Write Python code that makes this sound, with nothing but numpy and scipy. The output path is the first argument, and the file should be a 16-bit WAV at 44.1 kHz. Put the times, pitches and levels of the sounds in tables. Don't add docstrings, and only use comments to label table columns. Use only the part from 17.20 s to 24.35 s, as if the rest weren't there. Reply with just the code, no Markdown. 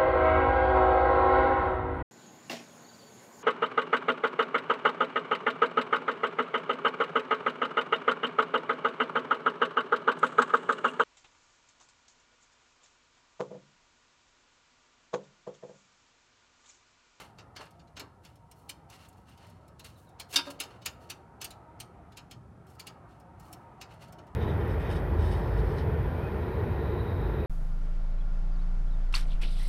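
import sys
import numpy as np
from scipy import signal
from scipy.fft import rfft, irfft, next_fast_len
from scipy.io import wavfile
from scipy.ndimage import uniform_filter1d

SR = 44100
rng = np.random.default_rng(int(sys.argv[2]) if len(sys.argv) > 2 else 0)


def persist_wave(psi):
    counts = np.round(np.clip(psi, -1, 1) * 32767).astype(np.int16)
    wavfile.write(sys.argv[1], SR, np.atleast_2d(counts).T)


N = 315315
TIME = np.arange(N) / SR
HIT = np.arange(SR // 2) / SR

# start t/s, length t/s, level/dB, tilt above 1 kHz/(dB per octave)
RUST_STROKES = [(-.028, 0.13, -48.5, -2), (.383, 0.13, -46.5, -4.5), (0.791, 0.12, -51, -13.5),
                (1.02, 0.14, -60, 0), (1.332, 0.28, -71.5, 5.5), (1.68, .26, -54, -.5),
                (1.95, .1, -70.5, 3), (2.05, 0.17, -61, -1.5), (2.165, .33, -60, -2.5),
                (2.63, 0.12, -52.5, 1), (2.753, 0.17, -67.5, 7.5), (3.082, 0.13, -55.5, 4.5),
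                (3.128, 0.067, -38.5, 1), (3.24, .13, -49, -2), (3.297, 0.041, -44, 2.5),
                (3.47, .17, -56, -4), (3.782, 0.2, -65.5, .5), (5.462, 0.16, -67, 4),
                (5.863, 0.2, -69.5, -1), (6.17, 0.32, -67.5, 4.5), (6.682, 0.15, -54, -4),
                (6.791, .13, -56.5, -1.5)]
# f/Hz, width f/Hz, peak level/dB
TOOL_STEEL = [(2090, 30, 0.5), (2770, 45, 9.5), (3000, 94, 6), (4320, 140, 7.5), (5440, 110, 3.5),
              (6250, 270, 1.5), (7200, 200, 2.5), (8760, 110, 2.5), (12260, 200, 2)]
# f/Hz, level/dB
CLACK_SPECTRUM = [(800, -50.5), (1750, -5.5), (2250, 1), (3500, -2), (4800, 0), (7000, -5.5), (9500, -19),
                  (15000, -48.5)]


def amp(db):
    return 10 ** (np.asarray(db) / 20)


def unit(x):
    return x / np.sqrt(np.mean(x ** 2) + 1e-20)


def along(points, hz):
    f, v = np.transpose(points)
    return np.interp(np.log(hz + 1), np.log(f + 1), v)


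def filtered(x, response):
    size = next_fast_len(len(x) + len(x) // 20, real=True)
    spectrum = rfft(x, size) * response(np.fft.rfftfreq(size, 1 / SR))
    return irfft(spectrum, size)[:len(x)]


def colour(x, spectrum, peaks=()):
    def response(f):
        power = 1 + sum(amp(db) ** 2 / (1 + (2 * (f - centre) / width) ** 2) for centre, width, db in peaks)
        return amp(along(spectrum, f)) * np.sqrt(power)
    return unit(filtered(x, response))


def noise(size, spectrum, peaks=()):
    return colour(rng.standard_normal(size), spectrum, peaks)


def flutter(rate, size):
    knots = rng.standard_normal(int(size * rate / SR) + 2)
    return np.interp(np.arange(size) * rate / SR, np.arange(len(knots)), knots)


def fade(t, t60, rise, hold=0):
    attack = 1 - np.exp(-t / max(rise, 1e-5))
    decay = np.exp(-np.log(1000) * np.maximum(t - hold, 0) / max(t60, 1e-3))
    return attack * decay


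def add(track, s, sound):
    start = round(s * SR)
    sound, start = sound[max(-start, 0):], max(start, 0)
    track[start:start + len(sound)] += sound[:N - start]


def underbody():
    # f/Hz, t60 t/s
    decay_times = [(250, 1), (1200, 0.37), (3000, 0.34), (6000, 0.26), (15000, .25)]
    hz, t, bands = signal.stft(rng.standard_normal(len(HIT)), SR, nperseg=256)
    decay = np.exp(-np.log(1000) * t / along(decay_times, hz)[:, None])
    tail = signal.istft(bands * decay, SR, nperseg=256)[1]
    return tail / np.linalg.norm(tail)


def echoed(x, wet_db):
    return x + amp(wet_db) * signal.oaconvolve(x, underbody())[:N]


def patchy(x, patchy_db):
    bands = signal.stft(x, nperseg=2048)[2]
    field = uniform_filter1d(rng.standard_normal(bands.shape), size=3, axis=0)
    field = uniform_filter1d(field, size=7, axis=1)
    return unit(signal.istft(bands * amp(patchy_db * unit(field)), nperseg=2048)[1][:N])


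def outdoors():
    # f/Hz, width f/Hz, peak level/dB
    hollow_modes = [(92.5, 9, 3), (119, 10, 4.5), (163.5, 6.1, 5), (349, 12, -11), (732, 48, -0.5),
                    (932.5, 19, 9.5), (1281, 70, 6)]
    # f/Hz, level/dB
    rumble_spectrum = [(20, -51.5), (31, -39.5), (42, -10), (62, 0.5), (110, -2.5), (170, -4.5), (230, -8),
                       (330, -18.5), (700, -50.5), (2000, -120)]
    tyre_spectrum = [(100, -59), (200, -22.5), (280, 4), (480, 0.5), (780, 3), (1050, -3), (1350, -5),
                     (1600, -10), (2200, -16.5), (3200, -27), (6000, -48), (12000, -100)]
    air_spectrum = [(500, -11), (2000, 0), (4000, -1), (7000, -3), (10000, -4), (13000, -11), (14200, -20),
                    (15500, -34)]
    # t/s, level/dB
    tyre_course = [(0.0, -59), (0.59, -63.5), (2.59, -62.5), (3.34, -57.5), (3.76, -59), (4.3, -56.5),
                   (5.28, -60.5), (6.39, -56.5), (7.15, -56.5)]

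    rumble_db = -59 + 0.78 * TIME + 1.3 * flutter(9, N)
    rumble = amp(rumble_db) * noise(N, rumble_spectrum, hollow_modes)
    tyres = patchy(noise(N, tyre_spectrum, hollow_modes), patchy_db=2.5)
    rush_db = np.interp(TIME, *np.transpose(tyre_course)) + 1.2 + 1.0 * flutter(6, N)
    air = amp(-81.5) * noise(N, air_spectrum)
    return rumble + amp(rush_db) * tyres + air


def bird():
    # t/s, length t/s, start f/Hz, end f/Hz, level/dB
    far_chirps = [(2.746, 0.049, 4350, 3283, -70), (2.859, 0.05, 4300, 3380, -72.5)]
    out = np.zeros(N)
    for s, length, start_hz, end_hz, db in far_chirps:
        u = np.minimum(HIT / length, 1)
        pitch = start_hz + (end_hz - start_hz) * u + 180 * flutter(700, len(HIT))
        envelope = amp(db + 3 * flutter(212, len(HIT))) * np.sin(np.pi * u)
        add(out, s, envelope * np.sin(2 * np.pi * np.cumsum(pitch) / SR))
    return echoed(out, wet_db=-5)


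def steel(scatter_db):
    strengths = rng.standard_normal(len(TOOL_STEEL))
    return [(hz, width, db + scatter_db * z) for (hz, width, db), z in zip(TOOL_STEEL, strengths)]


def scrapes():
    # f/Hz, level/dB
    rust_spectrum = [(150, -25), (290, 1), (550, 1), (1200, 2.5), (1800, -0.5), (2600, -1), (4400, -4.5),
                     (6500, -8.5), (10000, -9.5), (15500, -18)]
    grains_per_s, grain_decay_s = 350, 0.0098
    press_share, release_db = 0.24, 21
    judder_db, judder_per_s = 1, 55

    out, t = np.zeros(N), TIME[:SR]
    for s, length, db, tilt_db in RUST_STROKES:
        sizes = amp(5.6 * np.minimum(rng.exponential(size=len(t)), 4))
        grains = (rng.random(len(t)) < grains_per_s / SR) * sizes
        grain_power = signal.lfilter([1], [1, -np.exp(-1 / (grain_decay_s * SR))], grains)
        grit = np.sqrt(grain_power) * rng.standard_normal(len(t))
        tilted = [(hz, level + tilt_db * np.log2(max(hz / 1e3, 1))) for hz, level in rust_spectrum]
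        rasp = colour(grit, tilted, steel(scatter_db=1))
        u = t / length
        release = np.maximum(u - press_share, 0) / (1 - press_share)
        pressure = np.minimum(u / press_share, 1) * amp(-release_db * release)
        add(out, s, amp(db + judder_db * flutter(judder_per_s, len(t))) * rasp * pressure)
    return echoed(out, wet_db=-15.5)


def pipe_ring(corner_hz, rise, favoured_hz, scatter_db):
    # f/Hz, level/dB, t60 t/s
    pipe_modes = [(279, -21, 0.34), (358, -29.5, 0.45), (575, -24.5, 0.23), (720, -25, .15),
                  (940, -21.5, 0.21), (1018, -24, .25), (1250, -17.5, 0.18), (1378, -23, 0.46),
                  (1589, -17, 0.2), (1640, -17.5, .15), (2230, -15.5, .07), (2790, -5.5, 0.11),
                  (2990, -22.5, .24), (3517, -5, 0.064), (3620, 3, 0.069), (3750, 3, .07),
                  (3690, -5.5, 0.065), (4482, -3, 0.076), (4690, -1, 0.11), (4836, -0.5, .07),
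                  (5230, -2, 0.026), (5140, -3.5, 0.11), (5905, 0.5, 0.0501), (6380, -14.5, 0.074),
                  (7400, -11.5, 0.076), (8460, -12.5, .055), (9970, -18, .09), (11100, -17, 0.11),
                  (13350, -19.5, 0.056)]
    ring = np.zeros(len(HIT))
    for (hz, db, t60), (size, phase) in zip(pipe_modes, rng.standard_normal((len(pipe_modes), 2))):
        favour_db = 9 * np.exp(-(np.log(hz / favoured_hz) / 0.067) ** 2)
        gain = amp(db + favour_db + scatter_db * size) / np.hypot(1, (hz / corner_hz) ** 2)
        ring += gain * fade(HIT, t60, rise) * np.sin(2 * np.pi * (hz * HIT + phase))
    return ring


def clink():
    # t/s, level/dB, contact corner f/Hz, crack level/dB, ring level/dB, favoured mode f/Hz
    pipe_blows = [(3.158, -21, 13700, -1, -0.5, 2290), (3.175, -37, 12020, 0.5, -11.5, 2797),
                  (3.186, -26, 1744, 7.5, -0.5, 937), (3.204, -47, 6070, -2.5, -13.5, 368),
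                  (3.266, -28, 653, -4, 7.5, 570)]
    # f/Hz, level/dB
    crack_spectrum = [(150, -30.5), (290, -16.5), (700, -18.5), (1400, -6.5), (1900, -16.5), (2350, -3),
                      (5000, -1), (6800, -11), (10000, -12), (15500, -18)]
    out = np.zeros(N)
    for s, db, corner_hz, crack_db, ring_db, favoured_hz in pipe_blows:
        rise = 0.0048 * (1e3 / corner_hz) ** 0.45
        crack = noise(len(HIT), crack_spectrum) * fade(HIT, t60=0.077, rise=rise, hold=0.0049)
        lowpass = signal.butter(2, min(corner_hz, SR / 2 - 1), fs=SR, output="sos")
        crack = signal.sosfilt(lowpass, crack)
        ring = pipe_ring(corner_hz, rise, favoured_hz, scatter_db=0.5)
        ring *= amp(2.0 * flutter(160, len(HIT)))
        add(out, s, amp(db) * (amp(crack_db) * crack + amp(ring_db) * ring))
    return echoed(out, wet_db=-17)


def snags():
    per_s, level_db, spread_db, edge_db, ring_hz = 4, -72.5, 2.5, 2, 5300
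    rows = []
    for s, length, _, _ in RUST_STROKES:
        for chance, place, size in rng.random((4, 3)):
            if chance < per_s * length / 4:
                rows.append((s + place * length, level_db + spread_db * (2 * size - 1), edge_db, ring_hz))
    return rows


def spot(count):
    low_hz, high_hz, width_hz, peak_db = 2213, 13000, 110, 10.5
    places = (np.arange(count) + rng.random(count)) / count
    return [(low_hz * (high_hz / low_hz) ** u, width_hz, peak_db) for u in places]


def knock_level(edge_db):
    return -14 - 0.6116 * edge_db


def click(db, edge_db, ring_hz):
    # f/Hz, level/dB
    knock_spectrum = [(120, -30), (270, -3.5), (420, 4.5), (560, -8), (800, 3.5), (1250, 0.5), (1700, 1),
                      (2600, -20), (5000, -75)]
    edge_spectrum = [(3500, -43), (6500, -6), (8500, -2), (11000, -3.5), (13500, -4.5), (15500, -8)]
    t = HIT[:SR // 5]
    rise = 0.0012 * 2 ** (-edge_db / 27.5)
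    t60 = 0.087 * 2 ** (-edge_db / 46)
    modes = steel(scatter_db=2.0) + spot(count=9) + [(ring_hz, 170, 12)]

    clack = amp(1.0) * noise(len(t), CLACK_SPECTRUM, modes) * fade(t, t60, rise, hold=0.008)
    after_ring = amp(-15 + 3 * flutter(120, len(t))) * np.sin(2 * np.pi * ring_hz * t)
    after_ring *= fade(t, 0.2, rise)
    knock = noise(len(t), knock_spectrum) * fade(t, 2.5 * t60, rise=0.0018, hold=0.006)
    knock *= amp(knock_level(edge_db))
    edge = amp(edge_db + 3) * noise(len(t), edge_spectrum, modes)
    edge *= fade(t, 0.6 * t60, rise / 2, hold=0.0038)
    chatter = amp(2.2 * np.minimum(t / 0.067, 1) * flutter(300, len(t)))
    return amp(db) * (clack + after_ring + knock + edge) * chatter


def clicks():
    # t/s, level/dB, edge (hardness; the bright edge gets 3 dB more)/dB, strongest ring f/Hz
    jaw_bites = [(0.184, -54, -19.5, 2660), (0.361, -46.5, -17, 4430), (0.593, -65, -19, 4400),
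                 (0.672, -71, -17, 4050), (0.766, -46.5, -16.5, 3040), (0.795, -45, -6.5, 4310),
                 (1.048, -56.5, -9, 2960), (1.3124, -62, 3, 5470), (1.4926, -43.5, -1, 3100),
                 (1.699, -59, -2, 2567), (1.886, -76.5, 15, 6910), (2.174, -65, -6, 3030),
                 (2.594, -53.5, -5, 4060), (2.644, -54.5, -1, 3890), (2.997, -43, -4.5, 4200),
                 (3.126, -44.5, -6.5, 2740), (3.138, -40, -7, 4300), (3.4008, -34.5, -2.5, 2770),
                 (3.4326, -50, -6, 3000), (3.617, -58.5, -13, 2980), (3.658, -34, -3.5, 2720),
                 (3.899, -40, -4, 2760), (4.2136, -40, -5.5, 6220), (4.2431, -42.5, 0.5, 4440),
                 (4.305, -52, -3, 3900), (4.6005, -45.5, -0.5, 8800), (4.92, -64.5, -10, 3510),
                 (4.97, -47, -9, 2810), (5.11, -50.5, -7, 3120), (5.595, -47, -4, 4440),
                 (5.668, -45.5, -5, 2800), (6.197, -66.5, 3.5, 5230), (6.3275, -55.5, 5.5, 5440),
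                 (6.6119, -45.5, -10.5, 2580), (6.881, -71, -1, 4400), (6.9233, -62.5, 2, 5330),
                 (6.984, -62.5, -12, 2990), (7.068, -70, -6, 3000)]
    lead_s, lead_db = 0.011, -14.5
    out, taps = np.zeros(N), np.zeros(N)
    ring = pipe_ring(corner_hz=1796, rise=0.00197, favoured_hz=275.8, scatter_db=4.0)
    t = HIT[:SR // 20]
    for s, db, edge_db, ring_hz in jaw_bites:
        lead = noise(len(t), CLACK_SPECTRUM, TOOL_STEEL) * (t / lead_s) * (t < lead_s)
        add(out, s - lead_s, amp(db + lead_db) * lead)
        add(out, s, click(db, edge_db, ring_hz))
        taps[round(s * SR)] = amp(db + knock_level(edge_db))
    for s, db, edge_db, ring_hz in snags():
        add(out, s, click(db, edge_db, ring_hz))
    answer = amp(5) * signal.oaconvolve(taps, ring)[:N]
    return echoed(out + answer, wet_db=-17.5)


def scene():
    return (outdoors() + bird() + scrapes() + clink() + clicks())[None]


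def record(dry):
    return np.array([filtered(x, lambda hz: hz < 16000) for x in dry])


dry = scene()
out = record(dry)
persist_wave(out)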